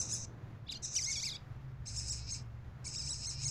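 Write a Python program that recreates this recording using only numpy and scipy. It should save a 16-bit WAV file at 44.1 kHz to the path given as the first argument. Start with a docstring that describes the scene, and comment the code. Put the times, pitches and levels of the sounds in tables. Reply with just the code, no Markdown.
"""A low chattering buzz, its pitch leaping up in quick arches, opens a close call between two young civets
on a lawn. The other cuts in with higher gliding squeals and one mouth smack. Both voices are breathy pulse
trains coloured by throat spectra, combed by near bounces and followed by a wall slap and a short scatter.
Behind them far traffic, made of coloured noise and wavering drones, rumbles and hisses; one microphone."""
import sys
import numpy as np
from scipy import signal
from scipy.fft import rfft, irfft
from scipy.io import wavfile
from scipy.ndimage import uniform_filter1d

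SR = 44100
rng = np.random.default_rng(int(sys.argv[2]) if len(sys.argv) > 2 else 0)


def generate_wav(sig):
    """Save sig (samples, or channels by samples) to the path in sys.argv[1] as 16-bit PCM at SR."""
    pcm = np.round(np.clip(np.atleast_2d(sig).T, -1, 1) * 32767).astype(np.int16)
    wavfile.write(sys.argv[1], SR, pcm)


def gain_from_decibels(decibels):
    """Convert decibel values to linear amplitude factors."""
    exponent = np.asarray(decibels, float) / 20
    return 10 ** exponent


N = 154350
T = np.arange(N) / SR


def chatter():
    """A buzz at rest, lifted in pitch and made louder by each leap; overlapping leaps merge softly."""
    # Resting pitch of the buzz: start_s, pitch_hz [s, Hz]
    buzz = [(0, 457.7), (.065, 401.1), (.2, 377), (.26, 484), (.82, 497), (.9, 340.6), (1.16, 446),
            (1.86, 500.4), (1.925, 346.3), (2.04, 427), (2.165, 437.8), (2.2, 318.4), (2.25, 326),
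            (2.42, 341.2), (2.84, 594), (2.915, 505.4), (3.044, 744.4), (3.19, 490), (3.37, 388.6),
            (3.5, 473)]
    # Pitch leaps, each an arch about its peak: peak_s, top_hz, rise_s, fall_s [s, Hz, s, s]
    leaps = [(.003, 1544, 0.025, .024), (0.138, 1748, 0.033, .02), (.843, 2030, 0.013, .016),
             (.954, 1700, 0.025, .02), (1.118, 1840, 0.021, .02), (1.88, 2126, 0.017, .014),
             (1.981, 1859, .022, .022), (2.111, 1920, .031, .024), (2.329, 2174, .03, .022),
             (2.864, 2305, .012, .022), (2.974, 1897, 0.03, .022), (3.003, 1277, 0.0405, .024),
             (3.083, 1333, 0.023, 0.033), (3.115, 1983, 0.036, .034), (3.283, 2144, .042, 0.035),
             (3.464, 2237, 0.03, 0.027)]
    # Calls facing near, before the leap gain: start_s, level_db, treble_db [s, dB, dB]
    near_calls = [
        [(0, -37.5, 3.5), (.03, -41.5, 0.5), (.08, -46.5, -7), (.138, -41, 6), (.2, -45.5, 0.5),
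         (.25, -46.5, -17)],
        [(.824, -53, -5), (.843, -40, -3), (.9, -48.5, -25.5), (.955, -44, 9), (1.04, -56.5, -3),
         (1.117, -42, -2), (1.15, -49.5, -7), (1.17, -97.5, -14)],
    ]
    # Calls with the head turned, before the leap gain: start_s, level_db, treble_db [s, dB, dB]
    turned_calls = [
        [(1.858, -58, -4), (1.875, -49, 3.5), (1.94, -51, 1), (1.985, -44.5, 7), (2.05, -49.5, -0.5),
         (2.11, -43, 10), (2.17, -49, 1), (2.245, -57.5, -22), (2.295, -48, -15), (2.315, -48, 7),
         (2.36, -48, -1.5), (2.405, -60, -12), (2.43, -71, -5)],
        [(2.846, -52.5, -1), (2.87, -46.5, 1.5), (2.91, -50, 2), (2.96, -45, -3.5), (3.04, -46.5, 1),
         (3.115, -43.5, -2), (3.18, -50, 2.5), (3.25, -46.5, -5), (3.3, -46, 6.5), (3.37, -52, -16),
         (3.43, -45.5, -3.5), (3.5, -42.5, 8.5)],
    ]
    # Throat colour facing near, relative: freq_hz, gain_db [Hz, dB]
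    near_throat = [(1800, -29.5), (2600, -19.5), (3150, -33.5), (3830, -15), (4340, -20), (5300, -7.5),
                   (5900, 7), (6590, -3.5), (7210, -1.5), (8500, -14), (9400, -23), (10500, -25.5),
                   (11800, -44), (13500, -42.5), (15500, -46)]
    # Throat colour with the head turned, relative: freq_hz, gain_db [Hz, dB]
    turned_throat = [(1900, -64.5), (2150, -9), (2500, -9), (3200, -16.5), (3550, -20.5), (3900, -10),
                     (5180, 7), (5600, 5), (6730, 1), (7880, 0.5), (8700, -8.5), (9500, -18.5),
                     (11300, -40), (13000, -33.5), (15500, -43)]
    squareness, blend = 2.4, 5.1  # flatness of an arch; how sharply the highest leap wins

    rest = np.interp(T, *np.transpose(buzz))
    lift_power = 0
    for peak_s, top_hz, rise_s, fall_s in leaps:
        distance = np.abs(T - peak_s) / np.where(T < peak_s, rise_s, fall_s)
        arch = np.exp(-np.minimum(distance, 5.0) ** squareness)
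        lift_power = lift_power + (np.maximum(top_hz - rest, 1) * arch) ** blend
    pitch = rest + lift_power ** (1 / blend)
    octaves = np.log2(pitch / rest)

    # A lifted voice is steadier and less breathy
    source = glottis(pitch, jitter=.010 * rest / pitch + .003, breath_db=-10 - 4 * octaves, shimmer_db=2.2)
    out = 0
    for calls, throat, treble_hz in ((near_calls, near_throat, 7500), (turned_calls, turned_throat, 5800)):
        s, _, treble_db = np.transpose(np.vstack(calls))
        treble = np.interp(T, s, treble_db)
        out = out + voice(colour(source, throat), envelope(calls), treble, treble_hz, wander_db=2)
    # Leaps push a burst of top treble, 1 dB per octave, and 2 dB per octave of level
    out = shelf(out, 1 * octaves, 11860, "high")
    return out * gain_from_decibels(2 * octaves)


def squeals():
    """Clean high glides; the throat colour shifts between shut and open as the mouth moves."""
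    # Squeal calls: start_s, pitch_hz, level_db [s, Hz, dB]
    calls = [
        [(.666, 1731, -67), (.672, 1672, -57.5), (.682, 2194, -56.5), (.692, 3607, -43.5), (.702, 4120, -40.5),
         (.712, 3540, -48.5), (.723, 2540, -40), (.74, 1711, -49), (.755, 1406, -45), (.766, 1402, -49),
         (.775, 1607, -48)],
        [(.95, 2209, -52.5), (.959, 2802, -37), (.968, 3045, -25.5), (.98, 2737, -35.5), (.995, 1980, -38.5),
         (1.012, 1838, -38.5), (1.032, 1479, -39.5), (1.052, 1734, -37), (1.07, 2110, -38),
         (1.108, 2230, -39.5), (1.118, 1990, -40.5), (1.13, 1592, -38), (1.153, 1327, -42),
         (1.165, 1132, -37.5), (1.185, 1090, -39), (1.198, 1157, -39.5), (1.22, 1688, -44.5),
         (1.234, 2163, -35), (1.245, 2510, -40.5), (1.258, 2770, -37.5), (1.272, 2285, -38.5),
         (1.291, 2018, -42), (1.315, 1298, -45), (1.342, 1087, -48.5), (1.356, 1163, -43), (1.366, 1290, -48.5)],
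    ]
    # The squealer's mouth: start_s, openness, treble_db [s, 0-1, dB]
    mouth = [(0.666, 0.6, -33), (.703, 0.98, -25), (0.711, 0.84, 0.5), (.78, 0.44, -19),
             (0.952, 0.38, -11.5), (1.0, 0, 3), (1.12, 0.08, -2), (1.203, 0.32, 3.5), (1.369, 0.72, -8)]
    # Throat colour with the mouth open, relative: freq_hz, gain_db [Hz, dB]
    open_throat = [(1060, -54.5), (1800, -51.5), (2210, -4.5), (2520, -13.5), (3080, -4.5), (3630, 5),
                   (4080, -0.5), (4900, 9), (5800, -19.5), (6820, -2), (8500, -24.5), (9800, -20.5),
                   (10500, -27.5), (11300, -25.5), (15500, -42)]
    # Throat colour with the mouth shut, relative: freq_hz, gain_db [Hz, dB]
    shut_throat = [(1060, -55), (1800, -29.5), (2150, -2.5), (2600, -11.5), (3300, -25), (4150, -13),
                   (4700, -0.5), (5800, 4.5), (6800, -5.5), (7800, -13), (9290, -29), (10800, -31.5),
                   (12100, -36), (15500, -52)]

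    s, hz, _ = np.transpose(np.vstack(calls))
    glide = uniform_filter1d(np.interp(T, s, hz), size=250)
    source = glottis(glide, jitter=.005, breath_db=-10, shimmer_db=1.6)
    s, openness, treble_db = np.transpose(mouth)
    opened = np.interp(T, s, openness)
    blended = opened * colour(source, open_throat) + (1 - opened) * colour(source, shut_throat)
    level = envelope([np.array(call)[:, ::2] for call in calls])
    return voice(blended, level, np.interp(T, s, treble_db), treble_hz=4485, wander_db=3.5)


def smack():
    """The squealer's mouth smacks shut: one impulse rings through a band-pass."""
    click = np.zeros(N)
    click[int(1.369 * SR)] = gain_from_decibels(-24)
    return signal.sosfilt(signal.butter(4, [1800, 4800], "band", fs=SR, output="sos"), click)


def glottis(pitch, jitter, breath_db, shimmer_db):
    """Sharp pulses, a closed-form sum of equal harmonics, with slight jitter and a puff of breath each cycle."""
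    pitch = pitch * (1 + jitter * drift(150))
    phase = 2 * np.pi * np.cumsum(pitch) / SR
    count = np.floor(.36 * SR / pitch)  # harmonics that fit safely below half the sample rate
    harmonics = np.sin((count + .5) * phase) / (np.sin(phase / 2) + 1e-9) - 1
    pulses = harmonics / np.sqrt(2 * count)
    hiss = np.diff(rng.standard_normal(N + 1))
    return pulses * gain_from_decibels(shimmer_db * drift(200)) + gain_from_decibels(breath_db) * hiss * (1 + np.cos(phase))


def envelope(calls):
    """Level curves (column 1) of separate calls, each opening and shutting fast, silent between."""
    out = np.zeros(N)
    for rows in calls:
        s, db = np.array(rows)[:, 0], np.array(rows)[:, 1]
        inside = np.minimum(T - s[0], s[-1] - T)  # seconds within the call, negative outside
        gate = np.clip(1 + inside / 0.0045, 0, 1)
        out = np.maximum(out, gain_from_decibels(np.interp(T, s, db)) * gate)
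    return out


def voice(v, level, treble_db, treble_hz, wander_db):
    """Treble opens with effort; the level is evened over a few ms, then shaped by the call."""
    v = wandering(shelf(v, treble_db, treble_hz, "high"), wander_db)
    power = uniform_filter1d(uniform_filter1d(v * v, size=350), size=350)
    return level * v / np.sqrt(power + 1e-20)


def wandering(v, depth_db):
    """Patches about 700 Hz wide and 15 ms long swell and fade at random."""
    _, _, z = signal.stft(v, nperseg=256, noverlap=192)
    field = rng.standard_normal(z.shape)
    for axis, size in ((0, 4), (1, 8)) * 2:  # smooth twice over frequency and time
        field = uniform_filter1d(field, size=size, axis=axis)
    _, out = signal.istft(z * gain_from_decibels(depth_db * rms_one(field)), nperseg=256, noverlap=192)
    return out[:N]


def bounced(x, offset_db):
    """Close bounces off ground and legs comb a voice; their delays shift a little as the animals move."""
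    # Bounces, before drift and offset: delay_ms, level_db [ms, dB]
    bounces = [(.78, -6), (2.9, -8)]
    out = x
    for delay_ms, level_db in bounces:
        delay_s = delay_ms / 1000 * (1 + .012 * drift(1.5))
        out = out + gain_from_decibels(level_db + offset_db) * np.interp(T - delay_s, T, x)
    return out


def surroundings(x):
    """A dull wall slap and a short decaying scatter follow the voices."""
    decay_s, start_s, scatter_db = 0.19, 0.0026, -14  # time to fall 60 dB, onset, total level
    wall_s, wall_db = 0.024, -23
    t = np.arange(SR // 4) / SR
    tail = rng.standard_normal(len(t)) * gain_from_decibels(-60 * t / decay_s) * (t > start_s)
    tail *= gain_from_decibels(scatter_db) / np.sqrt(np.sum(tail ** 2))
    tail[int(wall_s * SR)] += gain_from_decibels(wall_db)
    dull = signal.sosfilt(signal.butter(4, 7300, fs=SR, output="sos"), x)
    return x + signal.fftconvolve(dull, tail)[:N]


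def traffic():
    """Far roar and swelling rumble from noise split at 180 Hz, with three wavering sine engine drones."""
    # Far traffic colour, relative: freq_hz, gain_db [Hz, dB]
    far = [(20, -5.5), (38, -13.5), (65, 0.5), (124, -3), (169, -12), (207, -16), (268, -19), (394, -23),
           (852, -27), (1840, -33), (2710, -41.5), (7000, -53), (8000, -62), (15500, -61.5)]
    # Swell of the roar between 180 and 900 Hz, relative: start_s, gain_db [s, dB]
    roar_swell = [(0, 1.5), (1.3, -4.5), (3.5, -5.5)]
    # Rumble below 180 Hz: start_s, level_db [s, dB]
    rumble = [(0, -51.5), (.8, -55.5), (1.9, -50), (3.5, -51.5)]
    # Engine drones, centre and spread of their drift: pitch_hz, width_hz [Hz, Hz]
    drones = [(66, 4.2), (115, 3.71), (137, 3.99)]
    # Drone levels before wavering: start_s, first_db, second_db, third_db [s, dB, dB, dB]
    drone_levels = [(0, -66, -51, -68), (1.699, -72.5, -57.5, -54), (2, -47.5, -52.5, -59.5),
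                    (2.901, -56.5, -58, -57), (3.1, -54.5, -67.5, -51), (3.5, -52.5, -50, -53)]

    noise = colour(rng.standard_normal(N), far)
    low = signal.sosfilt(signal.butter(4, 180, fs=SR, output="sos"), noise)
    high = signal.sosfilt(signal.butter(4, 180, "high", fs=SR, output="sos"), noise)
    high = shelf(high, np.interp(T, *np.transpose(roar_swell)), 900, "low", order=2)
    out = gain_from_decibels(-59.5 + 1.1 * drift(9)) * rms_one(high)
    out += gain_from_decibels(np.interp(T, *np.transpose(rumble))) * rms_one(low)
    s, *levels = np.transpose(drone_levels)
    for (pitch_hz, width_hz), db in zip(drones, levels):
        phase = 2 * np.pi * np.cumsum(pitch_hz + width_hz * drift(3.24)) / SR
        out += gain_from_decibels(np.interp(T, s, db) + 3.5 * drift(2.1)) * np.sqrt(2) * np.sin(phase)
    return out


def rms_one(x):
    """Scale to an rms of 1."""
    return x / np.sqrt(np.mean(x ** 2) + 1e-20)


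def drift(rate_hz):
    """Slow chance of spread 1: noise through two one-pole low-passes at the given rate."""
    r = np.exp(-2 * np.pi * rate_hz / SR)
    noise = rng.standard_normal(N + SR)
    return rms_one(signal.lfilter([1], [1, -2 * r, r * r], noise)[SR:])  # drop the settling second


def shelf(x, gain_db, edge_hz, side, order=4):
    """Raise or lower one side of an edge by a moving gain, with no phase shift."""
    band = signal.sosfiltfilt(signal.butter(order, edge_hz, side, fs=SR, output="sos"), x)
    return x + (gain_from_decibels(gain_db) - 1) * band


def colour(x, spectrum):
    """Causal (minimum phase) filter with the given spectrum, built by folding its cepstrum."""
    size = 8192
    hz, db = np.transpose(spectrum)
    grid_hz = np.arange(size // 2 + 1) * SR / size
    log_gain = np.interp(np.log(grid_hz + 1), np.log(hz), db) * np.log(10) / 20
    cepstrum = irfft(log_gain)
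    cepstrum[1:size // 2] *= 2
    impulse = irfft(np.exp(rfft(cepstrum[:size // 2], size)))
    return signal.fftconvolve(x, impulse)[:N]


def scene():
    """Everything reaches one microphone, heard alike on both channels."""
    chatterer = bounced(chatter(), offset_db=0)
    squealer = bounced(squeals() + smack(), offset_db=-3)  # stands clearer of legs and ground
    mono = surroundings(chatterer + squealer) + traffic()
    return np.tile(mono, (2, 1))


def band_limit(x):
    """A steep low-pass at the top of the band."""
    return signal.sosfilt(signal.butter(12, 15500, fs=SR, output="sos"), x)


def record(dry):
    """Deliver the finished mix."""
    return band_limit(dry)


dry = scene()
out = record(dry)
generate_wav(out)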